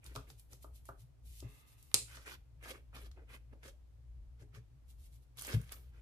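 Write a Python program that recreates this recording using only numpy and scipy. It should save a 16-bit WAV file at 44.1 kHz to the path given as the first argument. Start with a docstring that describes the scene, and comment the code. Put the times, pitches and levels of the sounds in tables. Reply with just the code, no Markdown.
"""Handling a plastic paint bottle

A nearly empty bottle is handled over a craft table in a small room, above a low, wavering hum.
Paint and air fizz and tick at the nozzle; the hinge scrapes and the flip cap snaps shut with a crack.
Fingers rub and turn the bottle in short strokes of stick-slip friction, and its flexing wall knocks.
A last brushing stroke ends in a dull bump that excites the low modes of the table top."""
import sys
import numpy as np
from scipy import signal
from scipy.fft import rfft, irfft
from scipy.io import wavfile

SR = 44100
rng = np.random.default_rng(int(sys.argv[2]) if len(sys.argv) > 2 else 0)


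def bounce(signal):
    """Save signal as a 16-bit WAV file at the path given by the first command-line argument."""
    frames = np.transpose(np.atleast_2d(signal))
    limited = np.clip(frames, -1, 1)
    pcm = np.round(limited * 32767).astype(np.int16)
    wavfile.write(sys.argv[1], SR, pcm)


N = 265041
TIME = np.arange(N) / SR


def from_db(db):
    """Decibels as an amplitude ratio."""
    return 10 ** (np.asarray(db) / 20)


def unit_rms(x):
    """Normalisation to unit power."""
    return x / np.sqrt(np.mean(x ** 2) + 1e-20)


def at_hz(points, hz):
    """Interpolation on a logarithmic frequency axis."""
    freqs, values = np.transpose(points)
    return np.interp(np.log(np.maximum(hz, 1)), np.log(freqs), values)


def butter(x, hz, kind, order=2):
    """Filtering with a maximally flat passband."""
    return signal.sosfilt(signal.butter(order, hz, kind, fs=SR, output="sos"), x + 1e-18)


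def coloured(noise, spectrum):
    """Spectral shaping of noise, at unit power."""
    gain = from_db(at_hz(spectrum, np.arange(N // 2 + 1) * SR / N))
    return unit_rms(irfft(rfft(noise) * gain, N))


def drift(hz):
    """Random modulation: low-passed noise of unit power."""
    return unit_rms(butter(rng.standard_normal(N + SR), hz, "low")[SR:])


def impulse(s, db):
    """An ideal impact, one sample long."""
    force = np.zeros(N)
    force[round(s * SR)] = from_db(db)
    return force


def ring(force, modes):
    """Modal response: each mode answers an impulse with a damped sinusoid."""
    out = 0
    for hz, db, t60 in modes:
        r, w = from_db(-60 / (t60 * SR)), 2 * np.pi * hz / SR   # pole radius and angle
        mode = signal.lfilter([0, np.sin(w)], [1, -2 * r * np.cos(w), r * r], force + 1e-18)
        out = out + from_db(db) * mode
    return out


def from_right(x):
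    """Path difference: sound from the right reaches the left side 8 samples later."""
    return np.array([np.roll(x, 8), x])


# reverberation time of the room: (frequency [Hz], T60 [s])
REVERB_TIMES = [(100, 0.17), (500, 0.27), (1300, 0.16), (3000, 0.35), (6000, 0.21), (14000, 0.34)]
def room_tail():
    """A diffuse field decays band by band; its two sides are coherent in the bass."""
    t = TIME[:SR // 2]
    edges_hz = np.geomspace(90, 18000, 11)
    tail = 0
    for low, high in zip(edges_hz, edges_hz[1:]):
        hz = np.sqrt(low * high)
        coherence = 1 / (1 + (hz / 480) ** 4)
        mid, side = butter(rng.standard_normal((2, len(t))), [low, high], "band")
        band = np.sqrt(1 + coherence) * mid + np.sqrt(1 - coherence) * side * [[1], [-1]]
        tail = tail + band * from_db(-60 * t / at_hz(REVERB_TIMES, hz))
    build_up = np.clip(t / .006, 0, 1)
    return unit_rms(tail * build_up) / np.sqrt(len(t))


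def place(x, room_db, pan_db):
    """Direct plus reverberant sound; a positive level difference favours the left."""
    reverb = signal.fftconvolve(x, room_tail(), axes=1)[:, :N]
    return (x + from_db(room_db) * reverb) * from_db([[pan_db / 2], [-pan_db / 2]])


# room air: (frequency [Hz], relative spectral level [dB])
AIR_SPECTRUM = [(12, -66), (20, -40.5), (37, 0), (63, -21), (79, -11), (88, -32), (123, -18.5),
                (138, -26.5), (154, -39.5), (198, -55.5), (241, -35), (357, -43.5), (642, -46), (1330, -54),
                (16000, -66.5)]
def room_air():
    """Stationary noise, uncorrelated between the sides; its level is set above 300 Hz."""
    air = np.array([coloured(rng.standard_normal(N), AIR_SPECTRUM) for side in range(2)])
    air = butter(air, 110, "high")
    return air * from_db(-78.5) / np.std(butter(air, 300, "high", order=6))


# envelope of the hum: (time [s], level [dB])
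HUM_ENVELOPE = [(0.0, -92), (0.07, -53), (0.39, -60.5), (0.71, -55.5), (1.21, -64), (1.24, -53.5),
                (1.49, -54), (1.59, -71.5), (2.09, -57.5), (2.79, -60), (3.11, -51), (3.16, -56.5),
                (3.92, -58.5), (4.22, -50), (4.7, -64.5), (5.04, -54.5), (5.39, -66), (5.45, -55.5)]
def hum(hz=58.8, waver_db=1):
    """Amplitude and phase modulation make a low tone and its octave waver over a soft rumble."""
    phase = 2 * np.pi * hz * TIME + 0.87 * drift(7.2)
    level = from_db(np.interp(TIME, *np.transpose(HUM_ENVELOPE)) + waver_db * drift(4.5))
    low_noise = unit_rms(butter(rng.standard_normal(N), [36, 85], "band"))
    fundamental = level * (from_db(3) * np.sin(phase) + from_db(-11) * low_noise)
    octave = from_db(-67.5) * np.sin(2 * phase + 0.91 * drift(4.9)) * from_db(5 * drift(4.3))
    rumble = from_db(-82.5) * unit_rms(butter(rng.standard_normal(N), [70, 160], "band"))
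    return (fundamental + octave + rumble) * from_db([[.9], [-.9]])


def friction(slips_per_s, spread_db, smooth):
    """Shot noise: tiny slips of uneven size on top of a smooth hiss."""
    sizes = from_db(spread_db * np.minimum(rng.exponential(1, N), 4)) * rng.choice([-1, 1], N)
    slips = sizes * (rng.random(N) < slips_per_s / SR)
    return unit_rms(slips) + smooth * rng.standard_normal(N)


def sliding(spectrum, slips_per_s, spread_db, smooth, direct):
    """A hand is an extended source: only the direct share of its friction is common to both sides."""
    shared, left, right = (unit_rms(friction(slips_per_s, spread_db, smooth)) for part in range(3))
    noise = np.sqrt(direct) * from_right(shared) + np.sqrt(1 - direct) * np.array([left, right])
    return coloured(noise, spectrum)


def stroke(start, length, db, swell_db, attack_s, release_s):
    """Envelope of a movement: exponential attack and release around a hold that swells or sags."""
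    age = TIME - start
    progress = np.clip(age / length, 0, 1)
    fade = np.maximum(-age, 0) / attack_s + np.maximum(age - length, 0) / release_s
    return from_db(db + swell_db * (progress - .5)) * np.exp(-np.minimum(fade, 20))


def over_plate(x, lag_s=.0019, wander_s=.00015, echo_db=-9):
    """Comb filtering: a plate reflects the sound with a lag that wanders as the hands move."""
    samples = np.arange(N)
    lag = (lag_s + wander_s * drift(1.5)) * SR
    echo = np.array([np.interp(samples - lag, samples, side) for side in x])
    return (x + from_db(echo_db) * echo) / np.hypot(1, from_db(echo_db))


# light touches: (start [s], duration [s], level [dB], swell [dB])
TOUCHES = [(0.061, 0.01, -58, 0), (0.165, 0.01, -58.5, -13), (0.289, 0.017, -63, 6), (0.39, 0.01, -65, -1),
           (0.523, 0.028, -62.5, -5.5), (0.625, 0.0063, -61.5, 7), (0.757, 0.032, -66, -9),
           (0.864, 0.027, -65, 0), (0.998, 0.021, -67, -0.5), (1.26, 0.14, -62.5, 6.5),
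           (1.491, 0.12, -68.5, 1), (1.679, 0.06, -68, -3.5), (1.784, 0.33, -73, -7),
           (4.895, 0.017, -66.5, 1.5), (4.994, 0.071, -68.5, 5.5), (5.127, 0.038, -70.5, -0.5),
           (5.225, 0.0087, -76.5, 0)]
# their hiss: (frequency [Hz], relative spectral level [dB])
FIZZ_SPECTRUM = [(1180, -44), (2000, -13), (2740, -8.5), (3810, -7), (5070, -9.5), (12300, -4.5),
                 (14700, -8.5), (16000, -41)]
def fizz():
    """Fine-grained shot noise: air and paint fizz and fingertips slide at each light touch."""
    level = sum(stroke(*touch, attack_s=.012, release_s=.015) for touch in TOUCHES)
    hiss = sliding(FIZZ_SPECTRUM, slips_per_s=1200, spread_db=3.5, smooth=0.97, direct=0.17)
    return place(from_db(-1) * over_plate(level * hiss), room_db=-10, pan_db=-0.8)


# resonances of the hinge: (frequency [Hz], gain [dB], T60 [s])
HINGE_RESONANCES = [(1263.5, -3, 0.022), (1712, -7.5, .014), (2075, -1, 0.014), (2630, 0.5, 0.014),
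                    (3470, -1, 0.0059)]
def hinge(start_s, shut_s, fade_db_per_s=30.5):
    """Frictional excitation: slips in the folding hinge ring the lid, fading until it shuts."""
    slips = np.array([friction(slips_per_s=1200, spread_db=3.3, smooth=0.6) for side in range(2)])
    scrape = unit_rms(ring(slips, HINGE_RESONANCES))
    folding = (TIME > start_s) & (TIME < shut_s)
    level = folding * from_db(-68 - fade_db_per_s * (TIME - start_s))
    return place(level * scrape, room_db=-5, pan_db=-0.2)


# squelches of sticky skin: (centre time [s], level [dB], pitch [Hz], half-width [s])
SKIN_SQUELCHES = [(2.718, -51.5, 520, 0.0087), (3.04, -61, 412, 0.0073), (3.688, -59, 540, 0.0094),
                  (3.74, -71, 590, 0.0082), (4.576, -63.5, 415, 0.019)]
def squelches():
    """Periodic stick-slip gives a brief tone, rising slightly in pitch as the skin speeds up."""
    sound = np.zeros(N)
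    for s, db, hz, width in SKIN_SQUELCHES:
        age = TIME - s
        envelope = from_db(db) * np.exp(-.5 * (age / width) ** 2)
        sound += envelope * np.sin(2 * np.pi * hz * (age + 0.84 * age ** 2))
    return place(from_right(sound), room_db=-18, pan_db=-4)


def sticky_pops(low_hz, high_hz, per_s, cycles):
    """Adhesion: skin lets go in little pops, each ringing down at one of twelve pitches."""
    pitches = np.geomspace(low_hz, high_hz, num=12)
    pops = from_db(1.2 * rng.random(N)) * rng.choice([-1, 1], N) * (rng.random(N) < per_s / SR)
    pitch_index = rng.integers(len(pitches), size=N)
    ringing = sum(ring(pops * (pitch_index == k), [(hz, 0, cycles / hz)])
                  for k, hz in enumerate(pitches))
    return from_right(unit_rms(ringing))


def shifting_grip(x, depth_db):
    """Spectral modulation: as the grip changes, three interleaved sets of bands swell and fade."""
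    octaves = np.log2(np.arange(1, N // 2 + 2))
    spectrum = rfft(x)
    band_sets = [(1 + np.cos(2 * np.pi * (octaves / 2 + k / 3))) / 3 for k in range(3)]
    return sum(irfft(spectrum * bands, N) * from_db(depth_db * drift(12)) for bands in band_sets)


# hollow body, rasp and hiss of the rubbed bottle: (frequency [Hz], relative spectral level [dB])
BODY_SPECTRUM = [(130, -41), (220, 4), (281, 7), (456, 1.5), (523, -2), (599, -9.5), (850, -8), (1100, -49),
                 (1870, -120)]
RASP_SPECTRUM = [(470, -12), (800, -3), (1140, -6.5), (1280, 0.5), (1880, -0.5), (2530, 0.5), (2760, -4.5),
                 (4000, -17.5), (5200, -26), (8800, -120)]
HISS_SPECTRUM = [(1760, -45), (3000, 2.5), (3680, -1), (7400, -5), (9070, -4.5), (12800, -5.5), (14500, -9),
                 (15400, -47), (16000, -57)]
# finger strokes: (start [s], duration [s], body level [dB], rasp level [dB], hiss level [dB], swell [dB])
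STROKES = [(0.034, .08, -68.5, -68.5, -78, 6), (0.275, 0.031, -65.5, -72, -86, 9),
           (0.508, 0.02, -65, -75, -78, 11.5), (2.088, 0.19, -82, -64.5, -65.5, -5),
           (2.265, .075, -64, -56, -61, -3), (2.639, 0.071, -57, -53, -56.5, 6),
           (2.742, 0.033, -61.5, -63, -73.5, -5), (2.954, 0.11, -61.5, -62.5, -65, -7.5),
           (3.175, 0.054, -63.5, -73, -92, -4), (3.3, .052, -65.5, -61, -69, 5.5),
           (3.536, 0.0051, -58, -71.5, -80.5, -10.5), (3.638, 0.049, -61.5, -63, -65, 1),
           (4.405, 0.019, -67.5, -71.5, -74.5, -6.5), (4.548, 0.021, -66.5, -64.5, -70, -3),
           (5.385, 0.073, -69.5, -64.5, -57, -1), (5.481, 0.061, -46.5, -48, -51.5, 7.5),
           (5.57, 0.12, -77, -67.5, -69, 3), (5.719, 0.0047, -66.5, -55.5, -56.5, 1.5),
           (5.765, 0.13, -75, -79.5, -79.5, -11), (5.935, 0.063, -75, -75, -84, 3)]
def rubbing(catch_db=0.5, catch_hz=50.6):
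    """Stick-slip friction: coarse slips and pops rasp and sound the hollow bottle; fine slips hiss."""
    def envelope(column, swell_db, attack_s, release_s):
        """Incoherent addition: the strokes of one layer sum in power."""
        return np.sqrt(sum(stroke(*row[:2], row[column], row[-1] + swell_db, attack_s, release_s) ** 2
                           for row in STROKES))

    body = sliding(BODY_SPECTRUM, slips_per_s=300, spread_db=-1.5, smooth=0.98, direct=0.67)
    body += from_db(-5) * sticky_pops(256.5, 566, per_s=170, cycles=11)
    rasp = sliding(RASP_SPECTRUM, slips_per_s=500, spread_db=3.5, smooth=0.78, direct=0.23)
    rasp += from_db(-5.5) * sticky_pops(1177, 2700, per_s=240, cycles=32)
    hiss = sliding(HISS_SPECTRUM, slips_per_s=2100, spread_db=4.5, smooth=0.86, direct=0.28)
    # gripping skin rasps first and hisses as it slides faster; the body sounds longest
    body *= from_db(-4) * envelope(column=2, swell_db=1.5, attack_s=.012, release_s=.02646)
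    rasp *= from_db(-1.5) * envelope(column=3, swell_db=-2.5, attack_s=.0122, release_s=.01756)
    hiss *= from_db(1.5) * envelope(column=4, swell_db=2.44, attack_s=.0088, release_s=.016)
    sound = over_plate(shifting_grip(body + rasp + hiss, depth_db=3.5))
    catching = from_db(catch_db * drift(catch_hz))   # the skin catches and lets go unevenly
    return place(sound * catching, room_db=-16.5, pan_db=-1.54)


# blows on the table: (time [s], level [dB])
TABLE_BLOWS = [(0.164, -43), (0.529, -53.5), (0.891, -52), (1.43, -48), (1.447, -43), (1.942, -48.5),
               (4.413, -50.5), (4.572, -49.5), (5.539, -25.5), (5.5584, -26)]
# modes of the table top: (frequency [Hz], gain [dB], T60 [s])
TABLE_MODES = [(62, -8, .15), (122.2, 2.5, 0.14), (154.9, -4, .1), (191.84, -3, 0.052), (288, -18.5, .07)]
def table_bumps():
    """Padded impacts excite the low modes of the table top, neighbouring modes in antiphase."""
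    force = butter(sum(impulse(s, db) for s, db in TABLE_BLOWS), 190, "low", order=3)
    boom = ring(force, TABLE_MODES[1::2]) - ring(force, TABLE_MODES[::2])
    return place(from_right(boom), room_db=-6.5, pan_db=2.5)


def scattered(x, scatter_db, peak_s):
    """Early reflections off hands and table follow the direct sound."""
    t = TIME[:SR // 50]
    scatter = unit_rms(rng.standard_normal((2, len(t))) * t * np.exp(-t / peak_s)) / np.sqrt(len(t))
    return from_right(x) + from_db(scatter_db) * signal.fftconvolve(x[None], scatter, axes=1)[:, :N]


# pops of the flexing wall: (time [s], level [dB], contact cut-off [Hz])
WALL_POPS = [(0.152, -40, 900), (0.162, -36, 1920), (0.644, -42.5, 970), (0.889, -37.5, 1350),
             (1.426, -35, 400), (2.172, -51.5, 2500), (2.657, -46, 2000), (2.716, -51, 600),
             (2.93, -58, 2030), (2.962, -50, 2040), (3.173, -49.5, 885), (3.531, -50.5, 780),
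             (4.42, -45, 390), (5.718, -56.5, 2470)]
# modes of the bottle wall: (frequency [Hz], gain [dB], T60 [s])
WALL_MODES = [(274, -14, 0.085), (434, -17.5, 0.15), (520, -16, 0.063), (654, -8.5, 0.036),
              (753, -7, 0.027), (926, 1.5, 0.0089), (1210, 1, 0.02), (1405, 5.5, 0.0078)]
def wall_knocks(detune=0.029, spread_db=2):
    """Buckling: the wall pops in and out; softer contact is duller, and each grip shifts the modes."""
    direct, reverb = np.zeros(N), np.zeros((2, N + SR))
    blow = impulse(0, 0)[:SR // 4]
    for s, db, cutoff_hz in WALL_POPS:
        grip = rng.standard_normal((len(WALL_MODES), 2))
        modes = np.array(WALL_MODES)
        modes[:, 0] *= 1 + detune * grip[:, 0]
        modes[:, 1] += spread_db * grip[:, 1]
        force = from_db(db) * butter(blow, cutoff_hz, "low", order=3)
        # neighbouring modes move in antiphase, which rounds the attack
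        knock = from_db(-1.5) * (ring(force, modes[::2]) - ring(force, modes[1::2]))
        echo = signal.fftconvolve(knock[None], room_tail(), axes=1)
        at = round(s * SR)
        direct[at:at + len(knock)] += knock
        reverb[:, at:at + echo.shape[1]] += echo
    return scattered(direct, scatter_db=-9, peak_s=0.0024) + from_db(-1.5) * reverb[:, :N]


# ticks of wet paint and plastic: (time [s], level [dB], band centre [Hz], relative mid-range level [dB])
PAINT_TICKS = [(0.0424, -46, 8500, -13), (0.0624, -38, 3500, -7), (0.1526, -39.5, 3380, 0),
               (0.16, -31, 3600, -31), (0.3015, -40.5, 3870, -2.5), (0.396, -44.5, 11000, -17),
               (0.5319, -42, 5500, -6), (0.6265, -48, 11700, -7), (0.8546, -46, 9400, -7),
               (1.403, -38, 5050, -13), (1.827, -47.5, 10800, -23), (1.9149, -51.5, 7500, 8.5),
               (2.17, -48.5, 2560, 5), (2.9648, -44, 2990, -1.5), (3.1142, -47.5, 3810, -1),
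               (3.632, -46.5, 2020, 2), (3.68, -46, 5010, -6), (4.5475, -46.5, 2400, -5.5),
               (5.372, -44.5, 9000, -5), (5.3932, -34.5, 11300, -13), (5.4115, -34.5, 8600, -10),
               (5.4213, -31, 10500, -6.5), (5.449, -32, 4790, -2.5), (5.469, -31, 10800, -11),
               (5.531, -35, 2500, -3), (5.615, -43.5, 10900, -4), (5.693, -42.5, 2000, -4),
               (5.7204, -31, 12500, -10.5)]
def paint_ticks():
    """Band-limited transients: each click and its crackle sound in a bright band and the mid-range."""
    sound = np.zeros((2, N))
    t = TIME[:SR // 50]
    click = from_right(1.0 * (t == 0))
    for s, db, hz, mid_db in PAINT_TICKS:
        crackle = unit_rms(rng.standard_normal((2, len(t))) * np.exp(-t / 0.003)) / np.sqrt(len(t))
        burst = from_db(db) * (from_db(-8.5) * click + from_db(2.5) * crackle)
        bright = butter(burst, [hz / 1.5, hz * 1.4], "band", order=1)
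        mid = from_db(mid_db) * butter(burst, [600, 4200], "band")
        at = round(s * SR)
        sound[:, at:at + len(t)] += from_db(13.5) * (butter(bright, 1800, "high") + mid)
    return place(sound, room_db=-6.5, pan_db=-0.6)


# modes of cap and bottle: (frequency [Hz], gain [dB], T60 [s])
CAP_MODES = [(272, -52, .08), (432, -44, 0.13), (542.6, -44, .05), (1350, -35, 0.0092), (2797, -29.5, .006),
             (4197, -14.5, 0.0041), (4805, -21.5, 0.0088), (6340, -25.5, 0.0035)]
def cap_snap(shut_s):
    """Impulsive excitation: the latch lets go with a bright crack; cap and bottle ring briefly."""
    force = impulse(shut_s, 0)
    crack = from_db(10) * butter(force, [6200, 9200], "band")
    snap = place(from_right(crack + ring(force, CAP_MODES)), room_db=-5, pan_db=-1.4)
    # the lid chatters into its seat for a few milliseconds
    age = np.maximum(TIME - shut_s, 0)
    chatter = rng.standard_normal((2, N)) * (age > 0) * np.exp(-age / 0.0036)
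    return snap + from_db(-13.5) * butter(butter(chatter, 3600, "high"), 11000, "low")


def scene():
    """Superposition of all sources, heard from above the table."""
    shut_s = 1.9427
    cap = cap_snap(shut_s) + hinge(start_s=1.42, shut_s=shut_s)
    handling = paint_ticks() + wall_knocks() + squelches() + table_bumps() + fizz() + rubbing()
    return cap + handling + hum() + room_air()


def record(dry):
    """Band limiting: the highest treble rolls off above 14 kHz, and the top is cut steeply."""
    return butter(butter(dry, 14000, "low", order=8), 15800, "low", order=16)


dry = scene()
out = record(dry)
bounce(out)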